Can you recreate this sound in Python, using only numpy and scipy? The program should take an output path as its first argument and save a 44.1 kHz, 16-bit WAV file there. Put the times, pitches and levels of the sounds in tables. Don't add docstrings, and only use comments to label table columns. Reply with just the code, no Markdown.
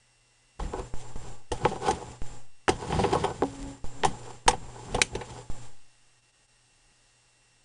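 import sys
import numpy as np
from scipy import signal
from scipy.fft import rfft, irfft
from scipy.io import wavfile
from scipy.ndimage import uniform_filter1d

SR = 44100
rng = np.random.default_rng(int(sys.argv[2]) if len(sys.argv) > 2 else 0)


def generate_wav(signal):
    frames = np.transpose(np.atleast_2d(signal))
    scaled = np.clip(frames, -1, 1) * 32767
    pcm = np.round(scaled).astype(np.int16)
    wavfile.write(sys.argv[1], SR, pcm)


def invert_db(level):
    return 10 ** (np.asarray(level, dtype=float) / 20)


N = 337001
T = np.arange(N) / SR


def unit(x):
    return x / np.sqrt(np.mean(x ** 2))


def resonance(x, hz, width_hz):
    return signal.lfilter(*signal.iirpeak(hz, hz / width_hz, fs=SR), x)


def ring(push, modes):
    out = 0
    for k, (hz, db, width_hz) in enumerate(modes):
        gain = (-1) ** k * invert_db(db) * np.sqrt(100 / width_hz)
        out = out + gain * resonance(push, hz, width_hz)
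    return out


def coloured(shape):
    hz, db = np.transpose(shape)
    log_hz = np.log(np.linspace(1, SR / 2, N // 2 + 1))
    spectrum = rfft(rng.standard_normal(N)) * invert_db(np.interp(log_hz, np.log(hz), db))
    return unit(irfft(spectrum, N))


def walk(rate):
    hold = int(SR / rate)
    levels = rng.standard_normal(N // hold + 1)
    return uniform_filter1d(np.repeat(levels, hold), hold)[:N]


def tones(lines, flutter_db, drift):
    turns = np.cumsum(1 + drift * walk(20)) / SR
    out = 0
    for hz, db in lines:
        level = invert_db(db + flutter_db * walk(19))
        out = out + level * np.sqrt(2) * np.sin(2 * np.pi * hz * turns)
    return out


def grit(rate, scatter_db, count=N):
    hit, size, sign = rng.random((3, count))
    click = invert_db(-scatter_db * np.log(size + 1e-9)) * np.sign(sign - .5)
    return (hit < rate / SR) * click


def strokes(rows, rest_db):
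    stroke_db = 15
    db = np.outer(rest_db, np.ones(N))
    for s, swell_s, fade_s, *peak_db in rows:
        span = slice(max(int(s * SR) - SR // 2, 0), int(s * SR) + SR)
        t = T[span] - s
        lost_db = stroke_db * np.where(t < 0, -t / max(swell_s, .003), t / max(fade_s, .003))
        db[:, span] = np.maximum(db[:, span], np.array(peak_db)[:, None] - lost_db)
    return db


# (time [s], pitch [Hz])
MOTOR_PITCH = [
    (0, 2010),
    (.6, 2030),
    (5.8, 1880),
    (7.7, 1913),
]


def motor():
    hz = np.interp(T, *np.transpose(MOTOR_PITCH)) * (1 + 0.016 * walk(60))
    return invert_db(-77 + 3 * walk(40)) * np.sin(2 * np.pi * np.cumsum(hz) / SR)


# (frequency [Hz], level [dB rms])
CAMERA_WHINE = [(840, -85.5), (2719, -74.5), (2869, -80), (5437, -81), (5588, -78), (8156, -87),
                (8306, -80)]
# (frequency [Hz], density [dB per Hz])
CAMERA_HISS = [(12, -28.5), (20, 8), (64, -23.5), (124, -20.5), (348, -20.5), (1490, -20.5), (1890, -18),
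               (2340, -22), (2810, -20.5), (5030, -20.5), (5590, -22), (8540, -19), (11100, -33),
               (14500, -53), (22000, -120)]


def camera():
    hiss = invert_db(-64 + 1.1 * walk(2.2)) * coloured(CAMERA_HISS)
    return tones(CAMERA_WHINE, flutter_db=1.5, drift=.00015) + motor() + hiss


# (frequency [Hz], level [dB rms])
DISK_TONES = [(119.6, -48.5), (7208, -62.5), (7424, -63)]
# (frequency [Hz], density [dB per Hz])
FAN_AIR = [(59, -36), (100, -6.5), (124, -11), (195, -22.5), (278, -9), (307, -15.5), (837, -23.5),
           (1370, -25), (6340, -29.5), (7420, -22.5), (11000, -39), (14300, -74.5), (22000, -120)]
# (frequency [Hz], width [Hz], level [dB rms])
DUCT_TONES = [(495, 81, -60), (545.4, 18, -67), (740.4, 25, -64), (832, 34, -57.5), (952, 61, -66.5),
              (1160, 16, -66), (1619, 47, -68)]


def box_hum():
    hum = tones(DISK_TONES, flutter_db=1.5, drift=.0004) + invert_db(-54) * coloured(FAN_AIR)
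    for hz, width_hz, db in DUCT_TONES:
        hum = hum + invert_db(db) * unit(resonance(rng.standard_normal(N), hz, width_hz))
    return hum


# (opens [s], starts to close [s])
GATE_SPANS = [
    (.592, .865),
    (.937, 1.105),
    (1.157, 1.335),
    (1.516, 2.14),
    (2.217, 2.37),
    (2.680, 3.735),
    (3.842, 4.01),
    (4.03, 4.355),
    (4.463, 5.415),
    (5.499, 5.655),
]


def gate():
    fall_db_s, floor_db = 157.5, -24.5
    db = np.full(N, floor_db)
    for opens, closes in GATE_SPANS:
        falling = np.clip(-fall_db_s * (T - closes), floor_db, 0)
        db = np.where(T >= opens, falling, db)
    return uniform_filter1d(invert_db(db), size=30)


# (time [s], size [full scale], rise [s])
AIR_PUSHES = [
    (0.595, -0.0019, 0.0031),
    (0.939, 0.077, 0.00024),
    (1.159, 0.066, .0004),
    (1.51, 0.031, 0.0041),
    (2.219, 0.072, 0.00017),
    (3.843, 0.07, 0.00049),
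    (4.041, -0.027, 0.0041),
    (4.465, 0.084, 0.00034),
    (4.485, -0.06, 0.002),
    (5.5, 0.068, 0.00038),
]


def pushes():
    steps = np.zeros(N)
    for s, size, rise_s in AIR_PUSHES:
        fast = np.clip((T - s) / rise_s, 0, 1)
        slow = np.clip((T - s) / .022, 0, 1)
        steps += size * (fast + .7 * slow)
    w, damping = 2 * np.pi * 2, .7
    drain = signal.bilinear([1, 0, 0], [1, 2 * damping * w, w * w], fs=SR)
    return signal.lfilter(*drain, steps)


# (frequency [Hz], level [dB], t60 [s])
CASE_MODES = [(163, -3, 0.016), (294.5, -2, 0.051), (388, 5.5, 0.029), (494.7, 2.5, 0.088),
              (578.4, -8, .07), (734, 1, 0.04), (782, 2, 0.054), (858.8, 3, .08), (971, 0.5, 0.03),
              (1095, -4, 0.067), (1257, -8, 0.028), (1513, -10, 0.11)]


def case_modes(tweak_db=0):
    hz, db, t60 = np.transpose(CASE_MODES)
    return zip(hz, db + tweak_db, np.log(1000) / (np.pi * t60))


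def struck_case(push, centre_hz):
    hz = np.array(CASE_MODES)[:, 0]
    spot_db = 1.5 * rng.standard_normal(len(hz))
    away_db = 4.84 * np.log2(hz / centre_hz) ** 2
    body = ring(push, case_modes(spot_db - away_db))
    return body / np.abs(body).max()


# (frequency [Hz], width [Hz], level [dB])
TRAY_MODES = [(1550, 200, -7), (1928, 310, 0), (2660, 560, 0.5), (3170, 240, 1), (3700, 490, -2.5),
              (4830, 340, -1), (5600, 480, 1), (6346, 590, 2.5), (7320, 630, 2), (8200, 730, 2),
              (9150, 680, 1)]


def struck_tray(push, top_db):
    hz, width_hz, db = np.transpose(TRAY_MODES)
    tilt_db = top_db * np.clip(np.log2(hz / 3000), 0, 1)
    spot_db = 1.5 * rng.standard_normal(len(hz))
    crack = ring(push, zip(hz, db + tilt_db + spot_db, 1.5 * width_hz))
    return crack / np.abs(crack).max()


# (time [s], crack peak [dB], case peak [dB], case centre [Hz], rattle t60 [s])
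METAL_CLACKS = [(1.1586, -45.5, -43, 326, 0.049), (1.5162, -25.5, -24.5, 480, 0.062),
                (1.8807, -25.5, -17.5, 930, 0.1), (1.908, -23, -25, 404, 0.037),
                (2.6906, -13.5, -16.5, 480, 0.035), (2.9906, -36, -22.5, 367, 0.065),
                (3.1492, -27, -22.5, 840, 0.062), (4.0462, -15.5, -16.5, 807, 0.085),
                (4.4788, -5, -12, 980, 0.043), (4.5074, -25, -28.5, 900, .06), (5.016, -3, -30, 390, 0.028)]
# (time [s], crack peak [dB], case peak [dB], case centre [Hz], rattle t60 [s])
PLASTIC_RAPS = [(.5962, -40, -40, 495, 0.094), (.7712, -50, -35.5, 390, 0.035),
                (2.0204, -59, -35, 390, 0.075), (2.68, -24, -23.5, 829, 0.19),
                (2.9017, -55, -28.5, 370, 0.044), (3.1309, -27, -22.5, 950, 0.072),
                (3.238, -22, -18.5, 850, .12), (4.9445, -23.5, -22, 525, 0.075),
                (4.9825, -38.5, -31.5, 787, 0.1), (5.1274, -56, -43, 457, .065),
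                (5.1505, -27.5, -27, 455, 0.059)]
# (time [s], crack peak [dB], case peak [dB], case centre [Hz], rattle t60 [s])
DULL_BUMPS = [(.7374, -59, -55, 417, .055), (1.6513, -26.5, -16.5, 596, 0.071),
              (1.7108, -44, -30.5, 440, 0.33), (2.9229, -31.5, -27, 786, 0.087),
              (3.037, -24, -19, 765, 0.076), (3.0494, -30, -20, 400, 0.027), (3.4216, -49, -23, 473, 0.021),
              (4.0342, -16, -26, 760, 0.026), (4.5294, -33.5, -27.5, 740, 0.062),
              (5.2101, -34, -36.5, 775, 0.074)]


def all_knocks():
    found = []
    for rows, top_db in [(METAL_CLACKS, -2.5), (PLASTIC_RAPS, -8.5), (DULL_BUMPS, -21)]:
        for s, crack_db, case_db, centre_hz, t60 in rows:
            found.append((s, crack_db, case_db, top_db, centre_hz, t60))
    return sorted(found)


def knocks():
    out, t = np.zeros(N + SR), T[:SR // 5]
    for s, crack_db, case_db, top_db, centre_hz, t60 in all_knocks():
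        fade = invert_db(-60 * t / max(t60, .005))
        rattle = unit(grit(6000, 1.8, count=len(t))) * fade * np.minimum(t / 0.0014, 1)
        first_contact = 1.52 * np.exp(-((t - .0004) / .0001) ** 2)
        rattle = rattle + first_contact
        room = rng.standard_normal(len(t)) * invert_db(-19 - 60 * t / .16)
        body = struck_case(rattle * fade ** 0.47 + room, centre_hz)
        crack = struck_tray(rattle + 0.53 * room, top_db)
        i = int(s * SR)
        out[i:i + len(t)] += invert_db(case_db + 7.5) * body + invert_db(crack_db + 2.5) * crack
    return out[:N]


# (time [s], snap peak [dB], case level over snap [dB], contact [ms], case centre [Hz])
SHARP_TICKS = [(0.597, -28, 5.5, 0.48, 877), (1.6516, -5.5, -10.5, 0.2, 365),
               (2.6817, -1.5, -12, 0.29, 761), (2.9249, -18, -5, 0.21, 794), (3.037, -25, 4.5, 0.081, 503),
               (3.0896, -32.5, 11, 0.23, 335.3), (3.1287, -20.5, 7, 0.1, 471),
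               (3.4222, -10.5, -4, 0.52, 479), (3.4346, -27.5, 12.5, 0.095, 490),
               (3.6287, -23.5, -29, 0.042, 360), (4.035, -14.5, 2.5, 0.1, 795),
               (4.4794, -23, 4.5, 0.089, 853), (4.9833, -32.5, 17, 0.12, 791), (5.0162, 1, -29, 0.067, 391)]


def ticks():
    out, t = np.zeros(N + SR), T[:SR // 5]
    for s, snap_db, case_db, contact_ms, centre_hz in SHARP_TICKS:
        scatter = rng.standard_normal(len(t)) * invert_db(-60 * t / 0.014)
        blow = (t == 0) + 0.037 * scatter
        top_hz = np.clip(500 / contact_ms, 1200, 12000)
        snap = signal.lfilter(*signal.butter(3, top_hz, fs=SR), blow)
        snap = signal.lfilter(*signal.butter(1, 250, "high", fs=SR), snap)
        snap = snap / np.abs(snap).max()
        i = int(s * SR)
        out[i:i + len(t)] += invert_db(snap_db) * (snap + invert_db(case_db) * struck_case(blow, centre_hz))
    return out[:N]


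def duck():
    from_db, share, recover_s = -16, 0.26, 0.2
    db = np.zeros(N)
    for s, crack_db, case_db, *_ in all_knocks():
        depth_db = share * max(max(crack_db, case_db) - from_db, 0)
        span = slice(int(s * SR), int(s * SR) + SR)
        db[span] = np.minimum(db[span], -depth_db * np.exp(-T[:SR] / recover_s))
    return invert_db(db)


# (peak time [s], swell [s], fade [s], sway level [dB], thud level [dB])
TABLE_JOLTS = [(.636, .07, .09, -30, -37), (.808, .12, .07, -35, -52), (.98, .03, .1, -47.5, -62),
               (1.25, .12, .15, -41.5, -50.5), (1.522, 0.011, 0.07, -31, -37.5),
               (1.65, .04, .1, -46.5, -28.5), (1.936, .1, .04, -45, -30.5), (2.096, .12, .06, -43, -42.5),
               (2.34, .1, .08, -42.5, -64), (2.7, .03, .1, -31.5, -32.5), (2.854, .1, .06, -47, -41),
               (2.95, .09, .3, -58, -26), (3.22, .3, .08, -53.5, -31), (3.422, .06, .13, -42.5, -37),
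               (3.644, .15, .12, -38, -43), (4.058, 0.037, .07, -34, -27.5), (4.49, .03, .1, -31, -32.5),
               (4.64, .1, .15, -41.5, -58), (4.96, .08, .1, -33.5, -30.5), (5.156, .05, .07, -39.5, -35),
               (5.33, .15, 0.11, -48, -50), (5.55, .05, .05, -44, -55), (6.872, 0.043, .15, -41.5, -47),
               (7.5, .3, .3, -51.5, -53.5)]


def hands():
    sway = resonance(rng.standard_normal(N), 32, 22)
    low_thud = resonance(rng.standard_normal(N), 75, 50)
    high_thud = resonance(resonance(rng.standard_normal(N), 165, 130), 165, 130)
    sway_db, thud_db = strokes(TABLE_JOLTS, [-52.5, -63.5])
    return invert_db(sway_db) * unit(sway) + invert_db(thud_db) * unit(low_thud + .9 * high_thud)


# (peak time [s], swell [s], fade [s], case level [dB], rub level [dB])
RAIL_STROKES = [(.745, .012, 0.14, -39, -61), (.795, 0.091, 0.051, -33.5, -57),
                (1.016, 0.14, .15, -48.5, -57), (1.3, 0.29, 0.1, -47.5, -57.5),
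                (1.688, 0.25, .15, -37, -49), (1.87, 0.045, 0.077, -22.5, -34.5),
                (1.96, .02, 0.16, -39.5, -51), (2.272, 0.14, 0.059, -50, -59),
                (2.82, 0.051, 0.17, -35, -45), (2.966, 0.15, 0.38, -32, -39.5),
                (3.13, .015, 0.19, -24.5, -40.5), (3.075, .08, 0.25, -30.5, -50),
                (3.29, 0.24, 0.044, -31, -60), (3.45, 0.22, 0.87, -49, -55), (3.845, .01, .04, -46, -52),
                (4.045, 0.034, 0.26, -41, -52.5), (4.3, 0.36, 0.082, -44.5, -54),
                (4.9, 0.66, 0.9, -46, -57.5), (5.2, 0.07, 0.14, -39, -63), (5.29, .08, 0.17, -43, -51),
                (5.39, 0.089, 0.056, -41.5, -50), (5.51, 0.012, 0.053, -51.5, -55.5)]


def sliding():
    rest_case_db, rest_rub_db = -64.5, -62.5
    slips = grit(2000, 2.6) * invert_db(3.3 * walk(50))
    fine = grit(5000, 2.3) * invert_db(3 * walk(70))
    tray = [(hz, db, 1.4 * width_hz) for hz, width_hz, db in TRAY_MODES]
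    case = unit(ring(slips, case_modes()))
    rub = unit(ring(fine, tray[:6]))
    hiss = unit(ring(fine, tray[6:]))
    case_db, rub_db = strokes(RAIL_STROKES, [rest_case_db, rest_rub_db])
    hiss_db = -61 + 0.69 * (rub_db - rest_rub_db)
    return invert_db(case_db) * case + invert_db(rub_db) * rub + invert_db(hiss_db) * hiss


# (time [s], level [dB])
PANEL_LEVELS = [
    (3.425, -32.5),
    (3.444, -25.5),
    (3.49, -45.5),
    (3.669, -41),
    (3.701, -40.5),
    (3.769, -53),
    (3.795, -66.5),
    (4.035, -45.5),
]


def panel():
    s, db = np.transpose(PANEL_LEVELS)
    level = invert_db(np.interp(T, s, db, left=-120, right=-120))
    phase = 2 * np.pi * np.cumsum(275 * (1 + 0.0029 * walk(28))) / SR
    return level * np.sqrt(2) * (np.sin(phase) + 0.17 * np.sin(2 * phase))


# (time [s], depth [dB])
SUPPLY_SAGS = [
    (6.212, -6),
    (6.32, -5.5),
    (6.472, -7),
]


def sags():
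    return invert_db(sum(db * np.exp(-((T - s) / .012) ** 2) for s, db in SUPPLY_SAGS))


def scene():
    ducking = duck()
    gated = (box_hum() * ducking + sliding() * ducking + hands()) * gate()
    moving = knocks() + ticks() + panel()
    return (moving + sags() * (gated + camera()) + pushes())[None]


def top_cut(x):
    return signal.sosfilt(signal.butter(12, 11270, fs=SR, output="sos"), x)


def record(dry):
    low_pass = signal.ellip(8, .3, 60, 10500, fs=SR, output="sos")
    cut = signal.sosfilt(low_pass, dry)
    mix = 0.58 * np.tanh(cut / 0.67)
    return top_cut(mix)


dry = scene()
out = record(dry)
generate_wav(out)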